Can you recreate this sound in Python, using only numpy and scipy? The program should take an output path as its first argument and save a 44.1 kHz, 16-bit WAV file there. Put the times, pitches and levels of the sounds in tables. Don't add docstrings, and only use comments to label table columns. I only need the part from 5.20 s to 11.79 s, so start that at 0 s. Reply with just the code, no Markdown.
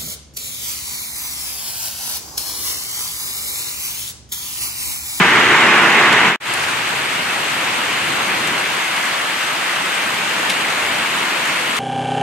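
import sys
import numpy as np
from scipy import signal
from scipy.fft import rfft, irfft, next_fast_len
from scipy.io import wavfile
from scipy.ndimage import uniform_filter1d, map_coordinates

SR = 44100
rng = np.random.default_rng(int(sys.argv[2]) if len(sys.argv) > 2 else 0)


def waveform_to_disk(signal):
    frames = np.transpose(np.atleast_2d(signal))
    scaled = np.clip(frames, -1, 1) * 32767
    samples = np.round(scaled).astype(np.int16)
    wavfile.write(sys.argv[1], SR, samples)


N = 290619

# frequency in Hz, relative level in dB per Hz.
ROOF_ROAR_COLOUR = [(290, -41), (500, -14.5), (600, -10.5), (649, -7.5), (687, -7), (944, -2), (1290, -2.5),
                    (1470, -1.5), (2040, 0), (2860, -6.5), (3970, -18), (5000, -28), (6500, -51),
                    (11000, -120)]
ROOF_DRUM_COLOUR = [(65, -48), (110, -11), (183, -4.5), (232, -0.5), (269, -3.5), (350, 1), (442, -0.5),
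                    (532, -10), (600, -7), (780, -49), (1320, -120)]
ROOF_FIZZ_COLOUR = [(2500, -48), (4300, -2), (5400, 0), (7200, -0.5), (9400, -7), (11700, -12.5),
                    (14000, -16), (15000, -21), (15600, -32)]
DECK_ROAR_COLOUR = [(290, -38), (500, -13), (700, -8), (1000, -5), (1500, -4), (2200, -3), (2800, -5),
                    (3500, -11), (3950, -14.5), (4400, -17.5), (5000, -22.5), (6500, -58), (11000, -120)]
DECK_DRUM_COLOUR = [(65, -42), (110, -11), (183, -2), (260, -2), (340, -0.5), (480, -4), (650, -9),
                    (900, -11), (1300, -32), (2000, -120)]
DECK_FIZZ_COLOUR = [(2500, -31), (4300, -4.5), (5400, -6), (7000, -4.5), (9000, -5.5), (10200, -11),
                    (12500, -13), (14000, -17), (15000, -24), (15600, -24)]
# frequency in Hz, relative level in dB per Hz.
RUMBLE_COLOUR = [(15, -60), (30, -36), (50, -17), (70, -7.5), (100, -2), (140, 3), (180, -14), (310, -120)]
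# frequency in Hz, left-right difference over sum in dB.
ROOF_WIDTH = [(60, -24), (95, -39), (150, -49), (240, -54), (380, -45), (600, -16), (950, -8.5), (1500, -7),
              (2380, -9.5), (3770, 2.5), (5980, -0.5), (9470, -3.5), (15000, -11)]
DECK_WIDTH = [(60, -31), (95, -34), (150, -40), (240, -43), (380, -16.5), (600, -5), (950, -1.5),
              (1500, -3), (2380, -7.5), (3770, 1), (5980, -0.5), (9470, -4), (15000, -22)]
# frequency in Hz, share of the difference that comes from left leading (-1 to 1).
ROOF_LEAD_SHARE = [(300, 0.01), (1600, .3), (3000, .05), (5000, .01)]
DECK_LEAD_SHARE = [(300, 0.01), (600, 0.13), (1300, -.05), (2700, -.2), (4000, -.3), (6000, .05)]
# frequency in Hz, left over right in dB.
ROOF_BALANCE = [(60, 0), (200, 0.1), (380, 0.2), (700, -1.3), (1290, 0.2), (2380, -0.5), (4400, 0.42),
                (8120, 0.5), (15000, 1.0)]
DECK_BALANCE = [(60, 0), (200, 0.1), (380, -1.7), (700, 1.7), (1290, 1.0), (2380, 1.2), (4400, 1.7),
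                (8120, 0.5), (15000, 0.0)]
# time in seconds, rumble level in dB, drumming level in dB.
ROOF_LOW_LEVELS = [(0.15, -34, -22.5), (0.75, -47, -23), (0.95, -41, -23), (1.08, -45, -23)]
DECK_LOW_LEVELS = [(1.4, -43, -34), (2.5, -47, -33.5), (3.3, -43.5, -30.5), (3.65, -53, -36.5),
                   (4.4, -52.5, -36.5), (5.0, -52, -33), (5.75, -45.5, -31.5), (6.2, -52.5, -32.5)]
# start in seconds, spit level in dB, spit frequency in Hz, slap level in dB,
# left over right in dB, hold before the decay in seconds.
BIG_DRIPS = [(0.9263, -27.5, 7270, -17, 0.1, .002), (1.3364, -27.5, 9500, -34, 7, .002),
             (1.434, -34, 6000, -27, 1.1, .003), (3.272, -29.5, 7640, -25, 2.1, .003),
             (3.7623, -33, 9190, -24, 3, .002), (5.2957, -29, 9200, -19, 3, 0.01),
             (5.312, -38, 9200, -22, 1.1, 0.0082), (6.2517, -34, 7380, -31, 1.1, .005),
             (6.2724, -31, 7570, -33, 0.6, .003), (6.5655, -29.5, 9220, -33, 0.1, .002)]
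# length in seconds, level in dB, first and last frequency in Hz.
DULL_KNOCK = (.021, -10, 225, 150)
# start, would-be silence and early cut, all in seconds.
ROOF_FADE = (1.075, 1.19, 1.1605)
# level in dB, time to fall 60 dB in seconds.
ROOF_TAIL = (-33, .055)
# would-be silence, full level, late entry and softening of that entry, all in seconds.
DECK_FADE = (1.19, 1.3, 1.2, .008)

ROOF_ROAR_DB, ROOF_FIZZ_DB = -11.5, -31.5
DECK_ROAR_DB, DECK_FIZZ_DB = -20.5, -32.5
ROAR_FOLLOWS = 0.16
DRIP_ATTACK_S, DRIP_T60_S = 0.00083, 0.045
SPRAY_HZ, SPRAY_DB = 6400, 2
SLAP_HZ = 2880
TOP_HZ = 15600


def amp(db):
    return 10 ** (np.asarray(db) / 20)


def unit(x):
    return x / np.sqrt(np.mean(x ** 2) + 1e-20)


def along(points, hz):
    point_hz, values = np.transpose(points)
    return np.interp(np.log(hz + 1), np.log(point_hz + 1), values)


def curves(rows):
    times, *columns = np.transpose(rows)
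    return [np.interp(np.arange(N) / SR, times, column) for column in columns]


def wobble(rate):
    knots = rng.standard_normal(int(N * rate / SR) + 4)
    return map_coordinates(knots, [np.arange(N) * rate / SR])


def filtered(x, response):
    size = next_fast_len(N + 8192)
    spectrum = rfft(x, size) * response(np.fft.rfftfreq(size, 1 / SR))
    return irfft(spectrum, size)[..., :N]


def impacts(count, spread_db, life_s):
    total = int(count * N / SR)
    when, size = rng.random((total, 2)).T
    energy = amp(-spread_db * np.log(size + 0.027)) ** 2
    hits = np.bincount((when * N).astype(int), energy, N)
    return np.sqrt(signal.lfilter([1], [1, -np.exp(-1 / (life_s * SR))], hits))


def patter(near, patchy_db, drops):
    far = signal.stft(rng.standard_normal((2, N)), nperseg=512)[2]
    patches = rng.standard_normal(far.shape[1:])
    patches = uniform_filter1d(patches, size=8, axis=0)
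    patches = uniform_filter1d(patches, size=10, axis=1)
    blur = signal.istft(far * amp(patchy_db * unit(patches)), nperseg=512)[1][:, :N]
    hits = drops * rng.standard_normal((2, N))
    return np.sqrt(1 - near) * unit(blur) + np.sqrt(near) * unit(hits)


def in_stereo(pair, colour, stereo):
    width, lead, balance = stereo

    def difference_response(hz):
        share = along(lead, hz)
        return amp(along(colour, hz) + along(width, hz)) * [1j * share, np.sqrt(1 - share ** 2)]

    middle = filtered(pair[0], lambda hz: amp(along(colour, hz)))
    side = filtered(pair, difference_response).sum(0)
    both = np.array([middle + side, middle - side]) / np.std(middle)
    return filtered(both, lambda hz: amp(np.array([[0.5], [-0.5]]) * along(balance, hz)))


def surface_roar(level_db, colour, ticks, stereo):
    return amp(level_db) * in_stereo(patter(near=0.036, patchy_db=0.74, drops=ticks), colour, stereo)


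def panel_drumming(level_db, colour, thumps, stereo):
    return amp(level_db) * in_stereo(patter(near=0.14, patchy_db=1, drops=thumps), colour, stereo)


def splash_fizz(level_db, colour, ticks, stereo):
    return amp(level_db) * in_stereo(patter(near=0.23, patchy_db=1.4, drops=ticks), colour, stereo)


def big_drips():
    out = np.zeros((2, N + SR))
    t = np.arange(SR // 5) / SR
    hz = np.fft.rfftfreq(len(t), 1 / SR)

    def band(centre_hz, width):
        distance = np.log(hz / centre_hz + 1e-9) / width
        return unit(irfft(rfft(rng.standard_normal(len(t))) / (1 + distance ** 4)))

    for start_s, spit_db, spit_hz, slap_db, pan_db, held_s in BIG_DRIPS:
        decay = amp(-60 * np.maximum(t - held_s, 0) / DRIP_T60_S)
        envelope = decay * (1 - np.exp(-t / DRIP_ATTACK_S))
        spit = amp(spit_db) * (band(spit_hz, 0.12) + amp(SPRAY_DB) * band(SPRAY_HZ, 0.55))
        slap = amp(slap_db) * band(SLAP_HZ, 0.51)
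        start = round(start_s * SR)
        out[:, start:start + len(t)] += (spit + slap) * envelope * amp([[pan_db / 2], [-pan_db / 2]])
    return out[:, :N]


def dull_knock():
    length_s, level_db, first_hz, last_hz = DULL_KNOCK
    progress = np.clip(np.arange(N) / SR / length_s, 0, 1)
    phase = 2 * np.pi * np.cumsum(first_hz + (last_hz - first_hz) * progress) / SR
    return amp(level_db) * np.sin(np.pi * progress) * np.sin(phase)


def hull_rumble(level_db, thumps, stereo):
    return amp(level_db) * in_stereo(patter(near=0.12, patchy_db=0.0, drops=thumps), RUMBLE_COLOUR, stereo)


def rain(low_levels, roar_mean_db, fizz_db, roar_colour, drum_colour, fizz_colour, stereo):
    rumble_db, drum_db = curves(low_levels)
    heard = slice(round(low_levels[0][0] * SR), round(low_levels[-1][0] * SR))
    roar_db = roar_mean_db + ROAR_FOLLOWS * (drum_db - drum_db[heard].mean())
    swell_db = 0.18 * wobble(4.39) + 0.056 * wobble(12)
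    ticks = impacts(count=500, spread_db=1.5, life_s=0.0014)
    thumps = impacts(count=300, spread_db=1.5, life_s=0.015)
    return (surface_roar(roar_db + swell_db, roar_colour, ticks, stereo)
            + panel_drumming(drum_db + swell_db, drum_colour, thumps, stereo)
            + splash_fizz(fizz_db + swell_db, fizz_colour, ticks, stereo)
            + hull_rumble(rumble_db, thumps, stereo))


def roof_gain():
    t = np.arange(N) / SR
    start_s, silence_s, cut_s = ROOF_FADE
    tail_db, tail_t60_s = ROOF_TAIL
    after = t - cut_s
    tail = amp(tail_db - 60 * np.abs(after) / tail_t60_s)
    return np.where(after < 0, np.interp(t, [start_s, silence_s], [1, 0]), tail)


def deck_gain():
    t = np.arange(N) / SR
    silence_s, full_s, entry_s, soften_s = DECK_FADE
    return np.interp(t, [silence_s, full_s], [0, 1]) * np.clip((t - entry_s) / soften_s, 0, 1)


def scene():
    roof = rain(ROOF_LOW_LEVELS, ROOF_ROAR_DB, ROOF_FIZZ_DB, ROOF_ROAR_COLOUR, ROOF_DRUM_COLOUR,
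                ROOF_FIZZ_COLOUR, (ROOF_WIDTH, ROOF_LEAD_SHARE, ROOF_BALANCE))
    deck = rain(DECK_LOW_LEVELS, DECK_ROAR_DB, DECK_FIZZ_DB, DECK_ROAR_COLOUR, DECK_DRUM_COLOUR,
                DECK_FIZZ_COLOUR, (DECK_WIDTH, DECK_LEAD_SHARE, DECK_BALANCE))
    return roof_gain() * roof + deck_gain() * deck + big_drips() + dull_knock()


def record(dry):
    limited = filtered(dry, lambda hz: hz < TOP_HZ)
    return filtered(np.clip(limited, -1, 1), lambda hz: hz < TOP_HZ)


dry = scene()
out = record(dry)
waveform_to_disk(out)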